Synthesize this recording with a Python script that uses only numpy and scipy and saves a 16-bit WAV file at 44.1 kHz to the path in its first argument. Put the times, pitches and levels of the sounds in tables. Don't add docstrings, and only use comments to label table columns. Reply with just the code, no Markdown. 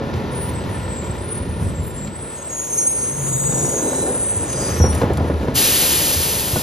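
import sys
import numpy as np
from scipy import signal
from scipy.fft import rfft, irfft, next_fast_len
from scipy.io import wavfile
from scipy.ndimage import uniform_filter1d

SR = 44100
rng = np.random.default_rng(int(sys.argv[2]) if len(sys.argv) > 2 else 0)


def inscribe(sig):
    pcm = np.round(np.clip(np.atleast_2d(sig).T, -1, 1) * 32767)
    wavfile.write(sys.argv[1], SR, pcm.astype(np.int16))


N = 291942
TIME = np.arange(N) / SR

# time_s, level_db
WIND_LEVEL = [(0.0, -28), (1.3, -29.5), (1.7, -23), (1.92, -29), (2.1, -32.5), (2.35, -44), (2.75, -51),
              (3.1, -39), (4.2, -33), (4.6, -29), (4.95, -23.5), (5.45, -26), (5.72, -33.5), (6.18, -31),
              (6.62, -31.5)]
# pitch_hz, gain_db
WIND_TONE = [(20, -42), (32, -18), (50, -5), (80, 2.5), (140, -2), (205, -6.5), (300, -12.5), (600, -24),
             (1000, -74)]

# time_s, rumble_db
ROLL_LEVEL = [(0, -28), (0.7, -35.5), (2.5, -37.5), (3.3, -33.5), (3.62, -25.5), (4.12, -25), (4.28, -30.5),
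              (4.55, -26.5), (4.8, -26.5), (5.5, -27), (6.62, -29)]
# pitch_hz, gain_db
ROLL_TONE = [(40, -42), (70, -28), (130, -2.5), (250, 0), (390, 2), (520, 1), (660, -6.5), (760, -9),
             (1000, -12.5), (1200, -18.5), (1700, -16.5), (2400, -63)]
# pitch_hz, gain_db
GRIT_TONE = [(600, -8), (1100, 11), (2000, 4.5), (4500, -4.5), (6500, -1.5), (9000, -0.5), (13000, -9),
             (15500, -13)]
# top_s, half_width_s, level_db
GRIT_SCRAPES = [(3.25, 0.16, -41), (4.64, 0.2, -34.5), (4.97, 0.056, -33)]
GRIT_DB = -46

# time_s, level_db
CLATTER_LEVEL = [(0.0, -38), (0.6, -38), (2.0, -43.5), (3.2, -43.5), (3.6, -40), (5.4, -40)]
# pitch_hz, gain_db
CLATTER_TONE = [(25, -25), (60, 8), (200, -6), (400, -7), (600, -8.5), (740, -9.5), (1150, -14.5),
                (1600, -19.5), (2200, -16.5), (3900, -17.5), (6000, -25), (9000, -53)]
# pitch_hz, width_hz, level_db
BODY_RESONANCES = [(355, 100, 5.5), (554, 99, 9), (948, 166, 11.5), (1368, 130, 13.5), (1767, 58, 10)]
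# time_s, firings_per_s
FIRING_RATE = [(0, 46), (0.2, 44), (0.5, 39.5), (0.9, 36.6), (2.0, 35.2)]
# multiple of the firing rate, level_db
EXHAUST_ORDERS = [(2, -4), (3, 0), (4, -1), (5, -1), (6, -8), (7, -9), (8, -11), (10, -4), (12, -7)]
# top_s, half_width_s, level_db
EXHAUST_SWELLS = [(0.25, 0.35, -34)]
EXHAUST_IDLE_DB = -49.5
# top_s, half_width_s, level_db
ENGINE_WHINE_SWELLS = [(1.12, 0.22, -42)]
WHINE_ORDER, WHINE_DB = 10, -48
# top_s, half_length_s, pitch_hz, level_db
TRUCK_HUMS = [(1.83, 0.073, 86.2, -28.5), (2.07, 0.074, 205, -33.5), (3.39, 0.36, 136.3, -29.5)]

# start_s, level_db, pitch_hz, t60_s
LOW_THUMPS = [(1.096, 6, 85, 0.028), (1.487, 3.5, 71, 0.043), (1.597, -1, 85, 0.036),
              (4.36, -10.5, 100, 0.12), (4.803, 3.5, 77.6, 0.14), (4.87, -11, 76, 0.68),
              (5.034, -8, 79.6, 0.3), (5.19, -16, 80, 0.35), (5.3, -15.5, 75.6, 0.65),
              (6.149, -14, 81, 0.23), (6.53, 2.5, 100, 0.039)]
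# start_s, level_db, treble_db (added to the level)
SHARP_TICKS = [(0.138, -25, -25), (2.072, -30, -30), (4.529, -25.5, -10), (4.9275, -27, -12),
               (4.950, -32, 3), (5.017, -27, -24), (5.1348, -35, -3.5), (5.172, -30, -5)]

# start_s, level_db, boom_db, crack_db (both added to the level), struck_wall_hz
BIN_BLOWS = [(3.932, -22, -16, -28, 510), (4.076, -18.5, -14, -24, 400), (4.801, -14, 0, -18, 444),
             (4.839, -10.5, -4, -20, 513), (4.848, -15.5, -12, -14, 950), (4.867, -27, -3, -19, 333),
             (4.956, -19, -12, -24, 511), (5.015, -11.5, -15, -3.5, 550), (5.033, -11, 2.5, -17, 340),
             (5.064, -19.5, 3, -18, 300), (5.099, -13, -4, -13, 400), (5.181, -19, 0, -7, 480),
             (5.207, -18, -2, -26, 420), (5.245, -18, -12, -18, 517), (5.299, -14.5, -5, -18, 500),
             (5.482, -13, 0, -19, 350), (6.559, -11.5, 0.5, -9, 720)]
# pitch_hz, level_db, t60_s
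HOLLOW_MODES = [(185.6, -10.5, 0.16), (256, -3, 0.14), (305, -8, 0.11), (346, -5, 0.059), (397, -2.5, 0.04),
                (481, -2, 0.056), (550, -2, 0.036), (705, 3.5, 0.01), (855, -14.5, 0.069),
                (1002, -8, 0.058), (1468, -7.5, 0.076)]
# top_s, half_width_s, level_db
CHATTER_SWELLS = [(3.62, 0.065, -30), (3.9, 0.08, -26), (4.09, 0.04, -28.5), (5.045, 0.02, -26)]

# pitch_hz, gain_db
AIR_TONE = [(500, -12), (1200, -11), (1800, -8), (2100, -9.5), (2900, -3.5), (3600, -4.5), (4700, -3),
            (5600, -4), (7000, -3), (8700, 2.5), (10500, -0.5), (13000, -2.5), (15500, -7)]
AIR_START_S, AIR_ATTACK_S, AIR_DB = 5.537, 0.037, -14.5
AIR_SAG_DB, AIR_SAG_POWER = 7.5, 1.57

# start_s, top_s, end_s, top_pitch_hz, glide_hz_per_s, top_level_db
BRAKE_SQUEALS = [ (0.32, 0.41, 0.5, 9225, -600, -27.5), (0.39, 0.45, 0.53, 14400, 2500, -42),
                 (0.54, 0.58, 0.64, 7790, 200, -35), (0.7, 0.75, 0.8, 9085, -700, -33.5),
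                 (0.74, 0.95, 1.23, 7730, -260, -33), (0.95, 1.01, 1.07, 7350, -800, -34),
                 (1.19, 1.3, 1.7, 9290, -330, -31.5), (1.64, 1.7, 1.76, 7800, 500, -36.5),
                 (1.75, 1.77, 1.95, 7500, -400, -38), (1.8, 1.88, 2.0, 9110, -500, -35),
                 (1.84, 1.88, 1.92, 13150, 0, -45), (1.96, 2.04, 2.09, 7370, -400, -33),
                 (1.99, 2.39, 2.44, 7750, 0, -33), (2.16, 2.28, 2.42, 9230, 600, -34),
                 (2.36, 2.41, 2.46, 6550, 500, -39), (2.43, 2.48, 2.57, 8030, 3600, -28),
                 (2.5, 2.59, 2.7, 6610, 300, -28), (2.55, 2.6, 2.66, 9760, 0, -38),
                 (2.44, 2.48, 2.8, 7420, -200, -39), (2.56, 2.64, 2.7, 8960, 0, -30),
                 (2.52, 2.6, 2.7, 8820, -400, -30), (2.54, 2.6, 2.78, 6720, 600, -34),
                 (2.65, 2.71, 3.1, 8020, 100, -32), (2.66, 2.88, 3.12, 11600, 300, -43),
                 (2.7, 2.8, 3.12, 8760, 100, -19), (2.7, 2.8, 2.9, 8980, 800, -29),
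                 (2.74, 2.87, 3.14, 8410, 0, -25), (2.76, 2.8, 2.85, 5660, 0, -35),
                 (2.92, 2.99, 3.17, 5680, -300, -44), (2.96, 3.01, 3.09, 9750, -300, -39),
                 (2.97, 3.02, 3.07, 4575, 0, -47), (2.92, 3.15, 3.28, 7990, -400, -28),
                 (3.05, 3.1, 3.4, 9030, 0, -33), (3.12, 3.57, 4.25, 6945, 20, -32.5),
                 (3.2, 3.35, 3.82, 6756, -20, -26), (3.15, 3.19, 3.28, 9915, 0, -39),
                 (3.18, 3.27, 3.46, 8865, 250, -31), (3.21, 3.26, 3.4, 8680, -300, -32),
                 (3.4, 3.8, 4.0, 4785, 40, -51), (3.48, 3.62, 3.9, 14650, -100, -41),
                 (3.2, 3.24, 3.53, 8450, -400, -32), (3.26, 3.48, 3.72, 7926, 0, -19.5),
                 (3.28, 3.5, 4.3, 3692, 0, -48), (3.33, 3.4, 3.52, 7805, 50, -30),
                 (3.18, 3.56, 3.66, 7515, 60, -37), (3.52, 3.56, 3.8, 9075, -250, -28),
                 (3.53, 3.62, 3.72, 5735, 0, -39), (3.52, 3.77, 3.84, 6661, -130, -27),
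                 (3.6, 3.65, 3.77, 8368, 0, -20.5), (3.76, 3.85, 3.96, 8930, 0, -34),
                 (3.74, 3.79, 4.02, 6378, 330, -27), (3.77, 3.86, 4.8, 7940, 22, -25),
                 (3.77, 3.85, 4.46, 8380, 130, -30), (3.76, 3.95, 4.12, 7825, 100, -30),
                 (3.83, 3.98, 4.1, 3970, 0, -39.5), (3.85, 3.95, 4.08, 5610, 0, -45),
                 (3.84, 3.95, 4.0, 7660, 0, -35), (3.96, 4.2, 4.66, 9033, 95, -21),
                 (4.24, 4.3, 4.75, 7847, 40, -32), (4.32, 4.6, 4.71, 6978, 80, -36),
                 (4.5, 4.68, 4.78, 4872, 60, -36.5), (4.61, 4.68, 4.78, 8932, 0, -25),
                 (4.62, 4.7, 4.85, 8810, 0, -35), (4.72, 4.8, 4.87, 11350, 0, -44),
                 (4.79, 4.9, 5.0, 9130, 1300, -26.5), (5.15, 5.3, 5.42, 10390, 280, -51), ]
# time_s, pitch_hz, level_db
BENDING_CURVES = [
    [(2.64, 6330, -35), (2.74, 6390, -30), (2.79, 6455, -22), (2.9, 6480, -24), (3.05, 6460, -32),
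     (3.15, 6405, -31), (3.3, 6385, -37)],
    [(3.03, 6330, -39), (3.3, 6260, -45), (3.58, 6280, -38.5), (4.4, 6278, -43), (4.6, 6305, -39),
     (4.71, 6334, -32), (4.9, 6400, -46)],
    [(4.45, 5650, -50), (4.65, 5640, -39), (4.78, 5645, -39), (4.83, 5660, -26), (4.9, 5700, -34),
     (4.96, 5720, -46)],
]
SWELL_DB, DIE_BACK_DB = 7.5, 9.5
GRIP_S, STOP_S = 2.64, 4.95
DRAG_WOBBLE_HZ, SLOW_WOBBLE_HZ, SETTLE_S = 51, 5, 0.5
STRAY_COUNT, STRAY_DB, STRAY_HALF_S = 70, -42, 0.15
STRAY_HZ, STRAY_OCTAVES, STRAY_FALL_DB = 8800, 0.8, 11

# pitch_hz, left_lead_rad
PAIR_PHASE = [(520, 0), (950, .9), (1580, 2.0), (1760, .1), (2300, .1), (3000, .6), (4900, .7),
              (5450, -1.0), (6100, -.6), (7400, -2.1), (8000, -3.0), (8600, -3.25), (9200, -3.9),
              (12000, -6.28), (14400, -8.3), (15500, -9.4)]
# pitch_hz, left_minus_right_db
PAIR_BALANCE = [(60, -0.5), (120, -0.2), (240, 1.2), (480, -2), (950, 0.9), (1890, 1.4), (3770, 3.5),
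                (7520, 0.5), (15000, 0)]
CUTOFF_HZ = 15400


def from_db(db):
    return 10 ** (np.asarray(db) / 20)


def rms_one(x):
    return x / np.sqrt(np.mean(x ** 2) + 1e-20)


def in_time(rows):
    return np.interp(TIME, *np.transpose(rows))


def at_hz(points, hz):
    known_hz, values = np.transpose(points)
    return np.interp(np.log(np.maximum(hz, 1)), np.log(known_hz), values)


def drift(rate):
    r = np.exp(-40 * np.pi * rate / SR)
    noise = rng.standard_normal(N // 20 + 3002)
    slow = signal.lfilter([1], [1, -2 * r, r * r], noise)[3000:]
    return np.interp(np.arange(N) / 20, np.arange(len(slow)), rms_one(slow))


def coloured(x, spectrum):
    size = next_fast_len(N)
    hz = np.arange(size // 2 + 1) * SR / size
    return rms_one(irfft(rfft(x, size) * from_db(at_hz(spectrum, hz)), size)[:N])


def band(x, low_hz, high_hz):
    edges = [low_hz, min(high_hz, SR * .45)]
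    return signal.sosfilt(signal.butter(2, edges, "band", fs=SR, output="sos"), x + 1e-18)


def resonance(x, hz, width_hz):
    r = np.exp(-np.pi * width_hz / SR)
    feed = (1 - r * r) / 2 * np.array([1, 0, -1])
    return signal.lfilter(feed, [1, -2 * r * np.cos(2 * np.pi * hz / SR), r * r], x)


def ring(force, hz, t60):
    r, w = from_db(-60 / (t60 * SR)), 2 * np.pi * hz / SR
    return signal.lfilter([0, np.sin(w)], [1, -2 * r * np.cos(w), r * r], force + 1e-18)


def dying(times, levels_db, t60):
    jumps = np.zeros(N)
    jumps[(np.asarray(times) * SR).astype(int)] = from_db(levels_db)
    return signal.lfilter([1], [1, -from_db(-60 / (t60 * SR))], jumps + 1e-18)


def burst_of_noise(times, levels_db, low_hz, high_hz, t60):
    noise = rng.standard_normal(N)
    bursts = band(noise * dying(times, levels_db, t60), low_hz, high_hz)
    return bursts / np.std(band(noise, low_hz, high_hz))


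def grains(per_s, spread_db):
    sizes = from_db(spread_db * np.minimum(rng.exponential(1, N), 4)) * rng.choice([-1, 1], N)
    return sizes * (rng.random(N) < per_s / SR)


def swells(rows, steady_db):
    power = from_db(steady_db) ** 2
    for top_s, width_s, db in rows:
        bell = np.exp(-.5 * ((TIME - top_s) / width_s) ** 2)
        power = power + (from_db(db) * bell) ** 2
    return np.sqrt(power)


def rough_tone(cycles, rough, shake_rate=16):
    shake = 1 + rough * (drift(shake_rate) + 1j * drift(shake_rate))
    return rms_one(np.real(shake * np.exp(2j * np.pi * (cycles + rng.random()))))


def wind(wind_db=1.0, gust_db=1.87):
    turbulence = coloured(rng.standard_normal(N), WIND_TONE)
    return turbulence * from_db(in_time(WIND_LEVEL) + wind_db + gust_db * drift(14.0))


def wheels(rumble_db=-1.5, lumpy_db=1.45):
    rumble_level = from_db(in_time(ROLL_LEVEL) + rumble_db + lumpy_db * drift(9))
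    rumble = coloured(grains(1000, 1.3), ROLL_TONE) * rumble_level
    grit = coloured(grains(7000, 2.1), GRIT_TONE) * swells(GRIT_SCRAPES, GRIT_DB)
    return rumble + grit * from_db(2.3 * drift(8.1))


def diesel(clatter_db=7.0, knock=0.12, uneven=0.45):
    firing_hz = in_time(FIRING_RATE) * (1 + 0.0029 * drift(2.3))
    turns = np.cumsum(firing_hz) / SR
    burst = np.exp(-4 * (turns % 1))
    pulse = rms_one(burst - burst.mean()) * (1 + 1.02 * drift(29))
    force = (1 + knock * pulse) * rng.standard_normal(N)
    body = force + sum(from_db(db) * resonance(force, hz, width_hz) for hz, width_hz, db in BODY_RESONANCES)
    clatter = coloured(body, CLATTER_TONE) * from_db(in_time(CLATTER_LEVEL) + clatter_db)
    exhaust = sum(from_db(db) * rough_tone(order * turns, uneven) for order, db in EXHAUST_ORDERS)
    exhaust = exhaust * swells(EXHAUST_SWELLS, EXHAUST_IDLE_DB)
    whine = rough_tone(WHINE_ORDER * turns, uneven / 2) * swells(ENGINE_WHINE_SWELLS, WHINE_DB)
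    return clatter + exhaust + whine


def hum(width_hz=60):
    out = np.zeros(N)
    for top_s, half_s, hz, db in TRUCK_HUMS:
        tone = rough_tone(np.cumsum(hz * (1 + .015 * drift(5))) / SR, .35)
        rumble = resonance(rng.standard_normal(N), hz, width_hz)
        rumble = rms_one(resonance(rumble, hz, width_hz))
        out += (tone + rumble) * from_db(db) * np.exp(-((TIME - top_s) / half_s) ** 4)
    return out


def thumps(rise_s=0.01, low_cut_hz=48):
    out = np.zeros(N)
    for start_s, db, hz, t60 in LOW_THUMPS:
        first = int(start_s * SR)
        age = TIME[:N - first]
        decay = from_db(db - 60 * np.minimum(age / t60, 4))
        out[first:] += decay * (1 - np.exp(-age / rise_s)) * np.sin(2 * np.pi * hz * age)
    return signal.sosfilt(signal.butter(4, low_cut_hz, "high", fs=SR, output="sos"), out)


def ticks(clink_db=-6.0, crack_db=5.5):
    start_s, db, treble = np.transpose(SHARP_TICKS)
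    clink = rms_one(band(rng.standard_normal(N), 1300, 4300))
    clink = clink * dying(start_s, db + clink_db, t60=0.063)
    crack = rms_one(band(rng.standard_normal(N), 7000, 11000))
    return clink + crack * dying(start_s, db + treble + crack_db, t60=.03)


def bin_chatter(low_hz=290, high_hz=1100):
    jolts = grains(900, 1.3)
    rings = sum(from_db(db) * ring(jolts * rng.standard_normal(N), hz, t60) for hz, db, t60 in HOLLOW_MODES)
    return rms_one(band(rings, low_hz, high_hz)) * swells(CHATTER_SWELLS, -np.inf)


def bin_knocks(body_db=-0.5, focus_db=5.5, boom_db=-5.0, crack_db=-4.5, rattle_db=-13.5, rebound_db=-5.0):
    start_s, db, boom, crack, wall_hz = np.transpose(BIN_BLOWS)
    strike = np.arange(3)
    contacts = start_s[:, None] + strike * rng.uniform(0.00372, .009, (len(start_s), len(strike)))
    at = np.minimum((contacts * SR).astype(int), N - 1)
    out = np.zeros(N)
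    for hz, mode_db, t60 in HOLLOW_MODES:
        force = np.zeros(N)
        blow_db = db + mode_db + body_db - focus_db * np.abs(np.log2(hz / wall_hz))
        contact_db = blow_db[:, None] + rebound_db * strike + rng.normal(0, 0.99, at.shape)
        force[at] = from_db(contact_db) * rng.choice([-1, 1], at.shape)
        out += ring(force, hz, t60)
    out += burst_of_noise(start_s, db + boom + boom_db, 81, 240, t60=0.13)
    out += burst_of_noise(start_s, db + crack + crack_db, 640, 1670, t60=0.048)
    return out + burst_of_noise(start_s, db + rattle_db, 224, 980, t60=0.22)


def air_brake(thinning=0.29, low_jet_hz=5500):
    age = np.maximum(TIME - AIR_START_S, 0)
    jet = coloured(rng.standard_normal(N), AIR_TONE)
    sag_db = -AIR_SAG_DB * age ** AIR_SAG_POWER
    roar = signal.sosfiltfilt(signal.butter(2, low_jet_hz, fs=SR, output="sos"), jet)
    jet = jet + roar * (from_db(thinning * sag_db + 2.5) - 1)
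    opening = np.sin(np.pi / 2 * np.minimum(age / AIR_ATTACK_S, 1)) ** 2
    return jet * from_db(AIR_DB + sag_db + 0.52 * drift(30)) * opening


def squeal(rows, wobble_hz, fade_s=0.02, flutter_db=2.5, surge_db=2.0, octave_db=-22.0, middle_hz=7500):
    s, hz, db = np.transpose(rows)
    first, last = max(int((s[0] - fade_s) * SR), 0), int((s[-1] + fade_s) * SR)
    t = TIME[first:last]
    shake = rms_one(band(rng.standard_normal(len(t)), 33.5, 150))
    sway = drift(7.86)[first:last]
    wobble = wobble_hz[first:last] * hz.mean() / middle_hz
    pitch = np.interp(t, s, hz) + wobble * (shake + 0.5 * sway)
    phase = 2 * np.pi * np.cumsum(pitch) / SR
    to_edge = np.minimum(t - t[0], t[-1] - t)
    edge = np.clip(to_edge / (2 * fade_s) + .5, 0, 1) ** 2 * np.clip(to_edge / fade_s, 0, 1)
    flutter = rms_one(band(rng.standard_normal(len(t)), 9.4, 35.4))
    level = edge * from_db(np.interp(t, s, db) + flutter_db * flutter + surge_db * sway)
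    out = np.zeros(N)
    out[first:last] = np.sqrt(2) * level * (np.sin(phase) + from_db(octave_db) * np.sin(2 * phase))
    return out


def stray_squeaks(wobble_hz):
    out = np.zeros(N)
    for when, pitch, length, bend in rng.uniform(-1, 1, (STRAY_COUNT, 4)):
        top_s = GRIP_S + (STOP_S - GRIP_S - 2 * STRAY_HALF_S) * ((when + 1) / 2) ** 1.5
        hz = STRAY_HZ * 2 ** (STRAY_OCTAVES * pitch)
        db = STRAY_DB - STRAY_FALL_DB * abs(pitch)
        glide_hz = bend * wobble_hz[int(top_s * SR)]
        half_s = STRAY_HALF_S * 2 ** length
        shape = [(top_s + k * half_s, hz + k * glide_hz, db - SWELL_DB * abs(k)) for k in (-1, 0, 1)]
        out += squeal(shape, wobble_hz)
    return out


def friction_mix(x, square_db=-23.0, cube_db=-40.0):
    level = np.sqrt(np.abs(uniform_filter1d(x * x, SR // 25)) + 1e-12)
    swing = x / level
    bred = from_db(square_db) * swing * swing + from_db(cube_db) * (swing * swing - 2) * swing
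    return x + band(level * bred, 2850, 7400)


def brakes(squeal_db=-1.0, bending_db=-1.0, bending_wobble=0.34):
    settling = np.exp(-np.maximum(TIME - GRIP_S, 0) / SETTLE_S)
    wobble_hz = SLOW_WOBBLE_HZ + (DRAG_WOBBLE_HZ - SLOW_WOBBLE_HZ) * settling
    out = from_db(bending_db) * sum(squeal(curve, bending_wobble * wobble_hz) for curve in BENDING_CURVES)
    for start, top, end, hz, glide, db in BRAKE_SQUEALS:
        shape = [(start, db - SWELL_DB), (top, db), (end, db - DIE_BACK_DB)]
        curve = [(s, hz + glide * (s - top), level_db) for s, level_db in shape]
        out += from_db(squeal_db) * squeal(curve, wobble_hz)
    return friction_mix(out + stray_squeaks(wobble_hz))


def street(x, t60, wet_db):
    age = TIME[:SR // 2]
    tail = rng.standard_normal((2, len(age))) * from_db(-60 * age / t60)
    tail = tail * (age > .012)
    tail /= np.sqrt(np.sum(tail ** 2, axis=1, keepdims=True))
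    return from_db(wet_db) * signal.fftconvolve(x[None], tail, axes=1)[:, :N]


def microphones(x):
    size = next_fast_len(N + SR // 10)
    hz = np.arange(size // 2 + 1) * SR / size
    half = np.exp(.5j * at_hz(PAIR_PHASE, hz)) * from_db(at_hz(PAIR_BALANCE, hz) / 2)
    return irfft(rfft(x, size) * np.array([half, 1 / half]), size)[:, :N]


def scene():
    engine = diesel() + hum()
    squeals = brakes()
    work = wheels() + bin_chatter() + bin_knocks() + thumps() + ticks() + air_brake()
    direct = microphones(engine + squeals + work + wind())
    echoes = street(engine, t60=0.25, wet_db=-6.0)
    echoes = echoes + street(squeals, t60=0.14, wet_db=-12.0)
    echoes = echoes + street(work, t60=0.2, wet_db=-17.0)
    wide_wind = from_db(-15.5) * wind() * [[1], [-1]]
    return direct + echoes + wide_wind


def record(dry):
    rounded = dry / (1 + (dry / .92) ** 6) ** (1 / 6)
    return signal.sosfilt(signal.ellip(10, .1, 80, CUTOFF_HZ, fs=SR, output="sos"), rounded)


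dry = scene()
out = record(dry)
inscribe(out)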